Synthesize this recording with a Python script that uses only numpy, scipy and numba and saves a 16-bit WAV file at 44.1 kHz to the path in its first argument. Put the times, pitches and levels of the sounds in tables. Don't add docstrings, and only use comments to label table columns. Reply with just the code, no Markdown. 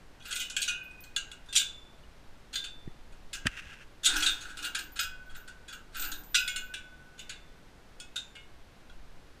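import sys
import numpy as np
from scipy import signal
from scipy.fft import rfft, irfft, next_fast_len
from scipy.io import wavfile
from numba import njit

SR = 44100
rng = np.random.default_rng(int(sys.argv[2]) if len(sys.argv) > 2 else 0)


def linear_from_db(decibels):
    return 10 ** (np.asarray(decibels, float) / 20)


def to_wav(sig):
    pcm = np.clip(np.atleast_2d(sig), -1, 1) * 32767
    pcm = np.round(pcm).astype(np.int16)
    wavfile.write(sys.argv[1], SR, pcm.T)


N = 414523
T = np.arange(N) / SR
PORT_HZ, TOP_HZ = 1250, 15200


def unit(x):
    return x / np.sqrt(np.mean(x ** 2))


def shape(table, hz):
    f, v = np.transpose(table)
    return np.interp(np.log(hz), np.log(f), v)


def coloured(x, table):
    size = next_fast_len(N)
    hz = np.maximum(np.arange(size // 2 + 1) * SR / size, 1)
    spectrum = rfft(x, size) * linear_from_db(shape(table, hz))
    return unit(irfft(spectrum, size)[:N])


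def band(lo_hz, hi_hz):
    sos = signal.butter(2, [lo_hz, hi_hz], "band", fs=SR, output="sos")
    return unit(signal.sosfilt(sos, rng.standard_normal(N)))


def conv(x, response):
    return signal.oaconvolve(x, response)[:N]


def bursts(rows, attack_s, release_s, extra_db=0.):
    fade_db = 30
    total = np.zeros(N)
    for (s, hold, db), extra in zip(np.array(rows)[:, :3], extra_db + np.zeros(len(rows))):
        edges = np.cumsum([s - attack_s, attack_s, hold, release_s])
        span = slice(max(int(edges[0] * SR), 0), int(edges[-1] * SR))
        fade = np.interp(T[span], edges, [-fade_db, 0, 0, -fade_db])
        total[span] += linear_from_db(db + extra + fade)
    return total


def clicks(rate, scatter_db):
    happens, sign, strength = rng.random((3, N))
    level = linear_from_db(-scatter_db * np.log(strength + 0.025))
    return unit((happens < rate / SR) * np.sign(sign - .5) * level)


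def blows(times, dbs, contact_ms, first=0.):
    out, t = np.zeros(N + 2048), np.arange(2048) / SR
    for s, db, ms, chatter in zip(times, dbs, contact_ms, rng.standard_normal((len(times), 2048))):
        u = 1000 * t / np.clip(ms, .1, 12)
        burst = chatter * np.sqrt(u + 0.0068) * np.exp(-u)
        burst = burst / np.sqrt(np.sum(burst ** 2)) + first * (t == 0)
        start = int(s * SR)
        out[start:start + 2048] += linear_from_db(db) * burst
    return out[:N]


@njit
def decay(hz, gain, t60, phase, size):
    out = np.zeros(size)
    for k in range(len(hz)):
        z = gain[k] * np.exp(1j * phase[k])
        p = np.exp((2j * np.pi * hz[k] - np.log(1000) / t60[k]) / SR)
        for i in range(min(size, int(1.2 * t60[k] * SR))):
            out[i] += z.imag
            z *= p
    return out


def ring(modes, seconds, scatter=0.):
    hz, db, t60 = np.transpose(modes) * 1.
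    phase = scatter * 2 * np.pi * rng.random(len(hz))
    return decay(hz, linear_from_db(db), np.clip(t60, .005, 2.5), phase, int(seconds * SR))


def twins(modes, spread):
    hz, db, t60 = np.transpose(modes)
    off = 1 + spread * rng.standard_normal((2, len(hz)))
    return np.vstack([modes] + [np.transpose([hz * o, db - 6, .7 * t60]) for o in off])


def hiss():
    # pitch_hz, level_db (per Hz)
    hiss_curve = [(88, -7), (150, -3.5), (234, -2), (268, -2.5), (812, -7.5), (1290, -10), (1540, -8.5),
                  (1660, -11), (3980, -17), (13500, -32.5), (15200, -41)]
    return linear_from_db(-59) * coloured(rng.standard_normal(N), [(60, -44.0)] + hiss_curve)


def handling():
    # start_s, hold_s, level_db
    shifts = [
        (.1, 0.58, -62),
        (2.65, 0.85, -48),
        (4.13, 0.029, -33.5),
        (5.0, 0.37, -47),
        (6.0, 0.062, -39.5),
        (6.45, 0.31, -53),
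        (7.25, 0.22, -77),
        (8.9, 0.027, -44),
    ]
    deep = (linear_from_db(-54) + bursts(shifts, attack_s=0.083, release_s=0.47)) * band(1.8, 15.8)
    return deep + linear_from_db(-59.5) * band(17.0, 59.0) + linear_from_db(-65.5) * band(55, 176)


def parts():
    # pitch_hz, level_db, t60_s (time to fall 60 dB)
    latch = [(1432, -8, .35), (1545, -14, .7), (2481, -15, 1.2), (2505, -15, 1.1), (2627, -19, .7),
             (2745, -8, .38), (2842, -9, .45), (2955, -7, .42), (3300, -8, .15), (3499, -19, .5),
             (3725, -10, .23), (4576, -8, .1), (5943, -6, .13), (6115, -13, .2)]
    rail = [(1615, -11, 0.45), (1570, -15, .4), (2885, -3, 0.4), (3192, -17, 0.43), (3542, 0, 0.18),
            (4145, -7, 0.14), (4700, -14, 0.15), (5884, -8, 0.21), (6438, -22, 0.3), (7090, -18, 0.23)]
    post = [(1610, -8, .27), (2584, -11, .32), (2789, -12, .28), (3332, -14, .45), (3505, -4, .66),
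            (3530, -7, .6), (3591, 0, .36), (3924, -17, .4), (4436, -15, .24), (4721, -17, .33),
            (5916, -19, .33), (6465, -14, .25), (7106, -17, .55), (8441, -17, .35)]
    held_post = [(3321, -14, .4), (3494, -6, .28), (3591, 0, .26), (3693, -7, .3)]
    bolt = [(2509, -13, .6), (2778, -10, .41), (3289, -17, .55), (3801, -3, .2), (4474, -11, .22),
            (4942, -11, .28), (5033, -3, .25), (5319, -14, .22), (6471, -9, .24), (6982, -6, .12),
            (8436, -8, .12)]
    bar = [(2487, -11, .85), (2562, -4, .43), (2745, -8, .5), (2950, -9, .31), (3801, -4, .2),
           (4016, -6, .21), (4360, -6, .17), (4953, -11, .26), (5039, -9, .32), (5862, -2, .19),
           (6142, -11, .22), (1432, -14, .6)]
    lock = [(1437, -4, .08), (3558, -9, .34), (3630, -10, .28), (3709, 0, .24), (3838, -7, .14),
            (4086, -21, .27), (6158, -13, .12), (6778, -16, .13), (7084, -24, .5), (7634, -18, .14)]
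    loop = [(2186, -9, .3), (2482, -13, .5), (2864, -10, .4), (3332, -6, .3), (3488, -10, .3),
            (5319, -13, .1), (6401, -13, .11), (7084, -7, .25), (8565, -10, .1)]
    hasp = [(1432, 0, .14), (1599, -16, .3), (2169, -12, .45), (2363, -14, .24), (2789, -16, .31),
            (2875, -11, .26), (2918, -11, .38), (3246, -18, .3), (2600, -16, .25), (3537, -12, .3),
            (3623, -16, .35)]
    brace = [(1610, -16, .35), (3505, -2, .7), (3591, 0, .5), (3660, -8, .3), (7106, -16, .3)]
    shackle = [(1448, -4, .19), (2191, -16, .5), (2568, -12, .45), (3370, 1, .14), (3537, -16, .4),
               (3704, -16, .3), (5922, -14, .15), (7079, -3, .08)]
    hook = [(2169, -17, .7), (2363, -8, .29), (2568, -17, .6), (2869, -2, .14), (3332, -3, .29),
            (3472, -8, .55), (3908, -6, .2), (7084, -22, .5)]
    keeper = [(2169, -14, .7), (2401, -4, .42), (2632, -6, .32), (2799, -7, .35), (3537, -3, .65),
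              (5211, -5, .17), (6444, -8, .23), (6638, -1, .12), (7041, -15, .3)]
    staple = [(3408, 0, .24), (3800, -6, .2), (4667, -3, .5), (5340, -10, .3), (6578, -6, .28),
              (6918, -5, .26)]
    # start_s, peak_db, low_shimmer_db, ring_db, contact_ms
    latch_hits = [
        (0.1973, -61.5, -11, 13.5, 3.9),
        (0.3087, -31, 2, -11, 8.1),
        (0.3270, -32, -12, -13, 0.79),
        (0.3599, -30.5, -5, -3, 1.4),
        (0.3978, -27, -24, -3, 31),
        (0.4982, -37.5, -4, -13, 5.3),
        (0.5647, -22, -5, -6.5, 0.87),
        (0.6175, -23, -25, -34, 8),
        (0.6778, -27, 0, 7, 8.1),
        (1.038, -47, 2.5, -11, 0.9),
    ]
    rail_hits = [
        (1.1622, -25, -9, -3, 1.1),
        (1.3150, -40, -3.5, -15, 1.4),
        (3.122, -55, 1, -25, 4.5),
        (3.3302, -29, -5, -11, 5.1),
        (3.349, -38.5, 1, -24, 2.3),
    ]
    post_hits = [
        (1.486, -52, 4, 11.5, 3.6),
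        (1.5262, -28, -23, -33, 3.5),
        (1.5455, -29, -8, -10, 0.91),
        (1.5535, -17.5, -30, -38, 0.86),
        (1.5604, -13, -17.5, -18.5, 1.46),
        (1.5715, -15.5, -27.5, -34, 1.4),
        (1.5830, -28, -6, -9, 1.5),
        (1.5935, -31.5, -7, 4.5, 2),
        (1.616, -56, 20, -14, 1.1),
    ]
    held_post_hits = [
        (4.0322, -30, -2, 3, 7.8),
        (4.0542, -16.5, -16, -6, 0.84),
        (4.0615, -16, -13, -8, 0.89),
        (4.0694, -20, -24, -1, 1.9),
        (4.1574, -27.5, 7, -23, 0.71),
        (4.2283, -24, -4, -19, 5.9),
        (4.2612, -20.5, -4, 4.5, 5.1),
        (4.2894, -34.5, 6, 14.5, 2),
        (4.4094, -39, -6, -19, 3.2),
        (4.4997, -46, 7, -7, 5),
    ]
    bolt_hits = [
        (4.6475, -27.5, -32, -25, 4.8),
        (4.7481, -23.5, -4.5, -31, 4.9),
        (4.7896, -31.5, -8, -27, 1.7),
        (4.958, -34, 1, -27, 15),
        (4.9908, -22.5, -4.5, -1.5, 3),
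        (5.0289, -30.5, -32, -27, 3.7),
        (5.3483, -42, 2.5, -25, 9.2),
    ]
    bar_hits = [
        (6.3440, -19.5, -5, -1, 1.9),
        (6.3490, -17, -11, -4, 3.8),
    ]
    lock_hits = [
        (6.116, -31, -1, -7, 3.4),
        (8.1575, -29.5, -7, 6.5, 3.6),
    ]
    loop_hits = [
        (6.4770, -25, -12, 0.5, 2),
        (6.5600, -27.5, -9, 1, 2.2),
    ]
    hasp_hits = [
        (8.3520, -44, 0, 12.5, 1.9),
        (8.8962, -56, 1, -7, 1.5),
    ]
    brace_hits = [
        (2.5276, -36, -8, -26, 4.1),
        (2.5371, -30.5, -9, -23, 2.6),
        (2.5556, -24.5, -8.5, -2.5, 1.2),
        (2.5694, -51, -26, 3, 3.1),
        (2.6394, -31.5, -7.5, -11, 4.3),
    ]
    shackle_hits = [
        (7.9998, -37, -20, 1.1, 1.1),
    ]
    hook_hits = [
        (6.7382, -32, -1.9, -3.5, 2.3),
    ]
    keeper_hits = [
        (7.1791, -50.5, 4.5, -5, 2.5),
        (7.191, -37.5, -13, -10, 2.9),
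        (7.2932, -33, -1, -9, 2.9),
    ]
    staple_hits = [
        (4.571, -36.5, -1, -24, 3.9),
        (5.2974, -51, 5.5, -15, 12),
        (5.4768, -41, 0, -19, 5.2),
        (5.68, -39.5, -0.5, -4, 9.5),
        (5.7264, -37.5, 1.5, -13, 4.2),
    ]
    return [(latch_hits, latch, -1.5, 0.5), (rail_hits, rail, -1, -1),
            (post_hits, post, -7, -1.5), (held_post_hits, held_post, -8, 0),
            (bolt_hits, bolt, -2.5, -2.5), (bar_hits, bar, -2.5, -1.2),
            (lock_hits, lock, -9, -1.5), (loop_hits, loop, -3, -2.5),
            (hasp_hits, hasp, -1.5, -6), (brace_hits, brace, -6, -4.5),
            (shackle_hits, shackle, -8, -1.5), (hook_hits, hook, -2.5, -4),
            (keeper_hits, keeper, -3, -2.5), (staple_hits, staple, -3, -2.5)]


def shimmer():
    # pitch_hz, level_db (per Hz)
    frame_curve = [(1200, -18), (1300, -6), (1540, 7.5), (1800, -8.5), (2150, -21.5), (2550, -9),
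                   (2800, -5.5), (3100, -13), (3580, -6.5), (4100, -13), (4700, -16), (5430, -18),
                   (6500, -12), (8600, -16.5), (12100, -31), (14000, -51), (15500, -49.5)]
    # pitch_hz, t60_s
    frame_t60 = [(1000, 0.37), (3000, 0.23), (7000, 0.2), (14000, 0.098)]
    hz = np.sort(rng.uniform(900, 15500, 2500))
    level_chance, time_chance = rng.standard_normal((2, 2500))
    t60 = shape(frame_t60, hz) * linear_from_db(2.2 * time_chance)
    modes = np.transpose([hz, shape(frame_curve, hz) + 2 * level_chance, t60])
    seconds = .4
    crack = 1 + 1.1 * np.exp(-np.arange(int(seconds * SR)) / SR / .005)
    registers = []
    for lo, hi in [(0, 2000), (2000, 3150), (3150, 5000), (5000, SR)]:
        part = crack * ring(modes[(hz >= lo) & (hz < hi)], seconds, scatter=1)
        registers.append(part / np.sqrt(np.mean(part[:400] ** 2)))
    return registers


def strike_parts():
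    push, rings = np.zeros((3, 4, N)), 0
    swell = 1 - np.exp(-np.arange(int(1.2 * SR)) / SR / 0.0054)
    for k, (hits, modes, body_db, high_db) in enumerate(parts()):
        s, db, low_db, ring_db, ms = np.transpose(hits)
        push[k % 3] += [blows(s, db + extra_db, ms, first=0.19) for extra_db in (low_db, body_db, 0, high_db)]
        taps = blows(s, db + ring_db - 15, .5 * ms, first=2.5)
        response = swell * ring(twins(modes, spread=0.00657), 1.2, scatter=0.82)
        rings = rings + conv(taps, response)
    return push, rings


def clinks():
    # start_s, level_db, pitch_hz, t60_s
    strikes = [(.21, -51, 3340, .2), (.2572, -45, 2810, .15), (.3131, -38, 3360, .1),
               (.3265, -29, 3280, 0.063), (.3265, -29, 4380, .05), (.3679, -47, 2900, .13),
               (.3964, -33, 3210, .1), (0.4056, -39, 3000, 0.79), (.565, -27.5, 3300, 0.23),
               (.6174, -35, 3290, 0.16), (0.6167, -30, 4520, .12), (.6174, -27.5, 8500, .1),
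               (0.6768, -40, 2492, 1.1), (0.678, -32, 6030, 0.13), (1.1625, -24.5, 3440, 0.1),
               (1.3152, -43, 3420, .12), (1.572, -17, 7040, 0.12), (1.575, -43, 2840, 0.18),
               (1.165, -36, 1610, 0.43), (1.165, -53, 2050, 0.23), (2.036, -54, 2900, .05),
               (2.556, -41.5, 1603, 0.55), (2.878, -53, 1900, .05), (3.335, -49, 1620, 0.83),
               (4.0602, -18, 3740, 0.12), (4.062, -24, 7100, 0.11), (4.2019, -36, 5940, .1),
               (4.228, -25.5, 3330, .2), (4.2613, -33, 3590, 0.19), (4.262, -21, 3940, 0.13),
               (4.265, -29, 2770, 0.24), (4.285, -38, 4620, .12), (4.422, -39.5, 6550, 0.1),
               (4.992, -46, 3300, 0.29), (4.992, -37, 2170, 0.13), (4.994, -37, 5033, .35),
               (5.295, -54, 3290, 0.53), (5.477, -52, 4660, .12), (5.477, -44.5, 1486, 0.17),
               (8.897, -52, 1420, 0.13), (8.898, -54, 3320, .1), (8.897, -56, 3850, .08)]
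    spread = 0.0133
    out = np.zeros(N + SR)
    for (s, db, hz, t60), off in zip(strikes, rng.standard_normal((len(strikes), 2))):
        neighbours = [(hz * (1 + spread * o), db - 9, .7 * t60) for o in off]
        note = ring([(hz, db - 4, t60)] + neighbours, .9)
        note = note * (1 - np.exp(-np.arange(len(note)) / SR / 0.00055))
        start = int(s * SR)
        out[start:start + len(note)] += note
    return out[:N]


def snap_links():
    # start_s, peak_db
    first_snaps = [(0.224, -48), (.258, -39.5), (0.3088, -34), (0.326, -34), (0.357, -28.5), (.3685, -34),
                   (0.3978, -48), (.499, -32), (0.911, -58), (1.002, -61), (1.461, -54)]
    haul_snaps = [(4.046, -21), (4.166, -22.5), (4.2017, -29), (4.2593, -35), (4.299, -48), (4.4064, -49),
                  (4.425, -44), (4.509, -61), (4.57, -36), (4.6282, -36), (4.645, -31.5)]
    slide_snaps = [
        (5.926, -57),
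        (5.9443, -55),
        (5.967, -42),
        (5.9958, -30.5),
        (6.021, -35),
        (6.048, -30),
        (6.1158, -39),
        (6.2352, -52),
        (6.337, -56),
    ]
    s, db = np.transpose(first_snaps + haul_snaps + slide_snaps)
    contact_ms = s * 0 + 0.19
    return [blows(s, db + extra_db, contact_ms, first=0.39) for extra_db in (-8.5, -3.5, -1)]


def drag_chain():
    # start_s, hold_s, level_db, low_shimmer_db
    drags = [(0.257, 0.052, -41, -0.5), (0.326, 0.14, -57, 4), (4.069, 0.038, -34, 2.5),
             (4.145, 0.072, -31.5, 2.5), (4.226, 0.054, -30, -21), (4.333, 0.041, -50, 6),
             (4.412, 0.082, -46, 6.5), (4.583, 0.0073, -35, -3), (4.634, 0.01, -38, 5.5),
             (4.685, 0.014, -83, -6), (5.95, 0.1, -40, 3)]
    grit = clicks(rate=900.0, scatter_db=5.0)
    register_dbs = (np.array(drags)[:, -1], -1.5, 0, -3.5)
    return [grit * bursts(drags, attack_s=0.042, release_s=0.086, extra_db=db) for db in register_dbs]


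def links(rattle):
    # pitch_hz, level_db, t60_s
    link_modes = [(13480, -10, .22), (13620, -5, .25), (13760, 0, .3), (13880, -4, .22), (13990, -2, .3),
                  (14900, -13, .15), (15050, -14, .15)]
    # start_s, peak_db
    touches = [(0.273, -26), (0.345, -22), (0.389, -21), (0.439, -41), (0.605, -21), (0.8306, -37),
               (1.005, -25), (1.5888, -17), (2.5421, -27), (3.3358, -36), (4.1639, -17), (4.1915, -34),
               (4.3005, -22), (4.6269, -29), (4.6433, -26), (4.783, -24), (4.8259, -29), (4.9192, -29),
               (4.998, -16), (5.032, -42), (5.364, -27), (5.401, -39), (5.7259, -32), (5.9668, -14),
               (5.998, -19), (6.0414, -15), (6.1227, -45), (6.2153, -58), (6.3859, -35), (6.594, -46),
               (5.258, -44), (7.205, -46)]
    # time_s, level_db
    jingle = [
        (5.96, -71),
        (6.0, -34),
        (6.1, -44),
        (6.3, -52),
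        (6.36, -43),
        (6.66, -62),
        (6.76, -80),
    ]
    s, db = np.transpose(touches)
    tick = np.diff(blows(s, db - 8, s * 0 + 1.5), prepend=0)
    jingle_s, jingle_db = np.transpose(jingle)
    jingle_gain = linear_from_db(np.interp(T, jingle_s, jingle_db, left=-150, right=-150))
    contact = rng.standard_normal(128) * np.hanning(128) / 7
    tremble = linear_from_db(-35) * jingle_gain * conv(clicks(rate=500.0, scatter_db=3.), contact)
    response = ring(twins(twins(link_modes, spread=.006), spread=.004), .55, scatter=1)
    response = linear_from_db(-3.5) * response * np.exp(-np.arange(len(response)) / SR / .12)
    return conv(blows(s, db - 24, s * 0 + 4) + rattle + tremble, response) + tick


def gate():
    push, rings = strike_parts()
    push[2, 1:] += snap_links()
    drag = drag_chain()
    push[1] += linear_from_db(-27.0) * np.array(drag)
    frame = 0
    for region in push:
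        frame = frame + sum(conv(p, r) for p, r in zip(region, shimmer()))
    jolt = linear_from_db(-36.5) * push[:, 2].sum(axis=0)
    return linear_from_db(-9.0) * frame + rings + links(linear_from_db(-58.0) * drag[2] + jolt)


def tube():
    # pitch_hz, level_db, t60_s
    tube_modes = [(1505.6, 0, 1.25), (1492, -5.5, 2.6)]
    # start_s, level_db
    tube_hits = [
        (.679, -50),
        (4.75, -56),
        (4.992, -41),
        (6.347, -32.5),
        (6.563, -52),
        (7.295, -66),
    ]
    s, db = np.transpose(tube_hits)
    return conv(blows(s, db - 20, s * 0 + 3, first=10), ring(tube_modes, 2.4))


def bumps():
    # start_s, level_db, pitch_hz (negative when pushed inwards), t60_s
    knocks = [(2.8765, -27, 150, .025), (2.877, -37, 330, .025), (5.05, -42, 60, .12), (3.66, -44, 70, .15),
              (2.86, -36, 40, .1), (3.4595, -24, 250, .045), (3.458, -36, 600, .03),
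              (3.4553, -23, -120, .04), (3.456, -28, 1600, .03), (3.4695, -16, 1800, .018),
              (3.4695, -14, 3000, .008), (3.4697, -18, 4800, .003), (3.4697, -21, 8000, .003),
              (3.472, -30, -90, .05), (3.485, -31, -35, .1)]
    out = np.zeros(N)
    no_bass = signal.butter(3, .8 * PORT_HZ, "high", fs=SR, output="sos")
    for s, db, hz, t60 in knocks:
        knock = ring([(hz, db, t60)], .2)
        if hz > PORT_HZ:
            knock = signal.sosfilt(no_bass, knock)
        start = int(s * SR)
        out[start:start + len(knock)] += knock
    return out


def paws():
    # start_s, hold_s, level_db
    scuffs = [
        (3.468, 0.0019, -18),
        (3.495, 0.11, -42.5),
        (3.575, 0.016, -35.5),
        (3.62, 0.12, -44.5),
        (3.705, 0.089, -49),
        (3.808, 0.026, -44.5),
    ]
    # pitch_hz, level_db (per Hz)
    slab_curve = [(530, -42), (900, 25), (1130, -5), (1620, 6.5), (2260, -3), (2710, 5), (4490, -13.5),
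                  (6050, -11), (6490, -13), (8740, -20), (14000, -33)]
    # pitch_hz, level_db, t60_s
    hollows = [(1680, -1, 0.082), (2840, 7, 0.018)]
    grit = clicks(rate=6500.0, scatter_db=6.5) + 0.5 * rng.standard_normal(N)
    stone = coloured(grit, slab_curve) + 0.14 * unit(conv(grit, ring(hollows, .05)))
    return bursts(scuffs, attack_s=0.021, release_s=0.025) * stone


def frame_hum():
    # start_s, hold_s, level_db
    swings = [
        (4.1, 0.045, -47),
        (4.62, 0.18, -60.5),
        (6.0, 0.13, -58),
    ]
    # pitch_hz, width_hz, level_db
    resonances = [(300.6, 19, 0.5), (334, 170, -2), (540, 97, -15), (784, 124, 11), (970, 310, 12)]
    hum = [linear_from_db(db) * band(hz - w / 2, hz + w / 2) for hz, w, db in resonances]
    lower, upper = unit(sum(hum[:2])), unit(sum(hum[2:]))
    return bursts(swings, attack_s=0.07, release_s=0.57) * (lower + linear_from_db(-3) * upper)


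def scene():
    port = signal.ellip(4, 1, 34, [PORT_HZ, TOP_HZ], "band", fs=SR, output="sos")
    outside = signal.sosfilt(port, gate() + clinks() + tube() + paws())
    return (outside + frame_hum() + bumps() + handling() + hiss())[None]


def top_cut(x):
    return signal.sosfilt(signal.butter(12, 15700, fs=SR, output="sos"), x)


def record(dry):
    top = signal.ellip(8, .3, 60, 15350, fs=SR, output="sos")
    mix = signal.sosfilt(top, dry)
    return top_cut(mix)


dry = scene()
out = record(dry)
to_wav(out)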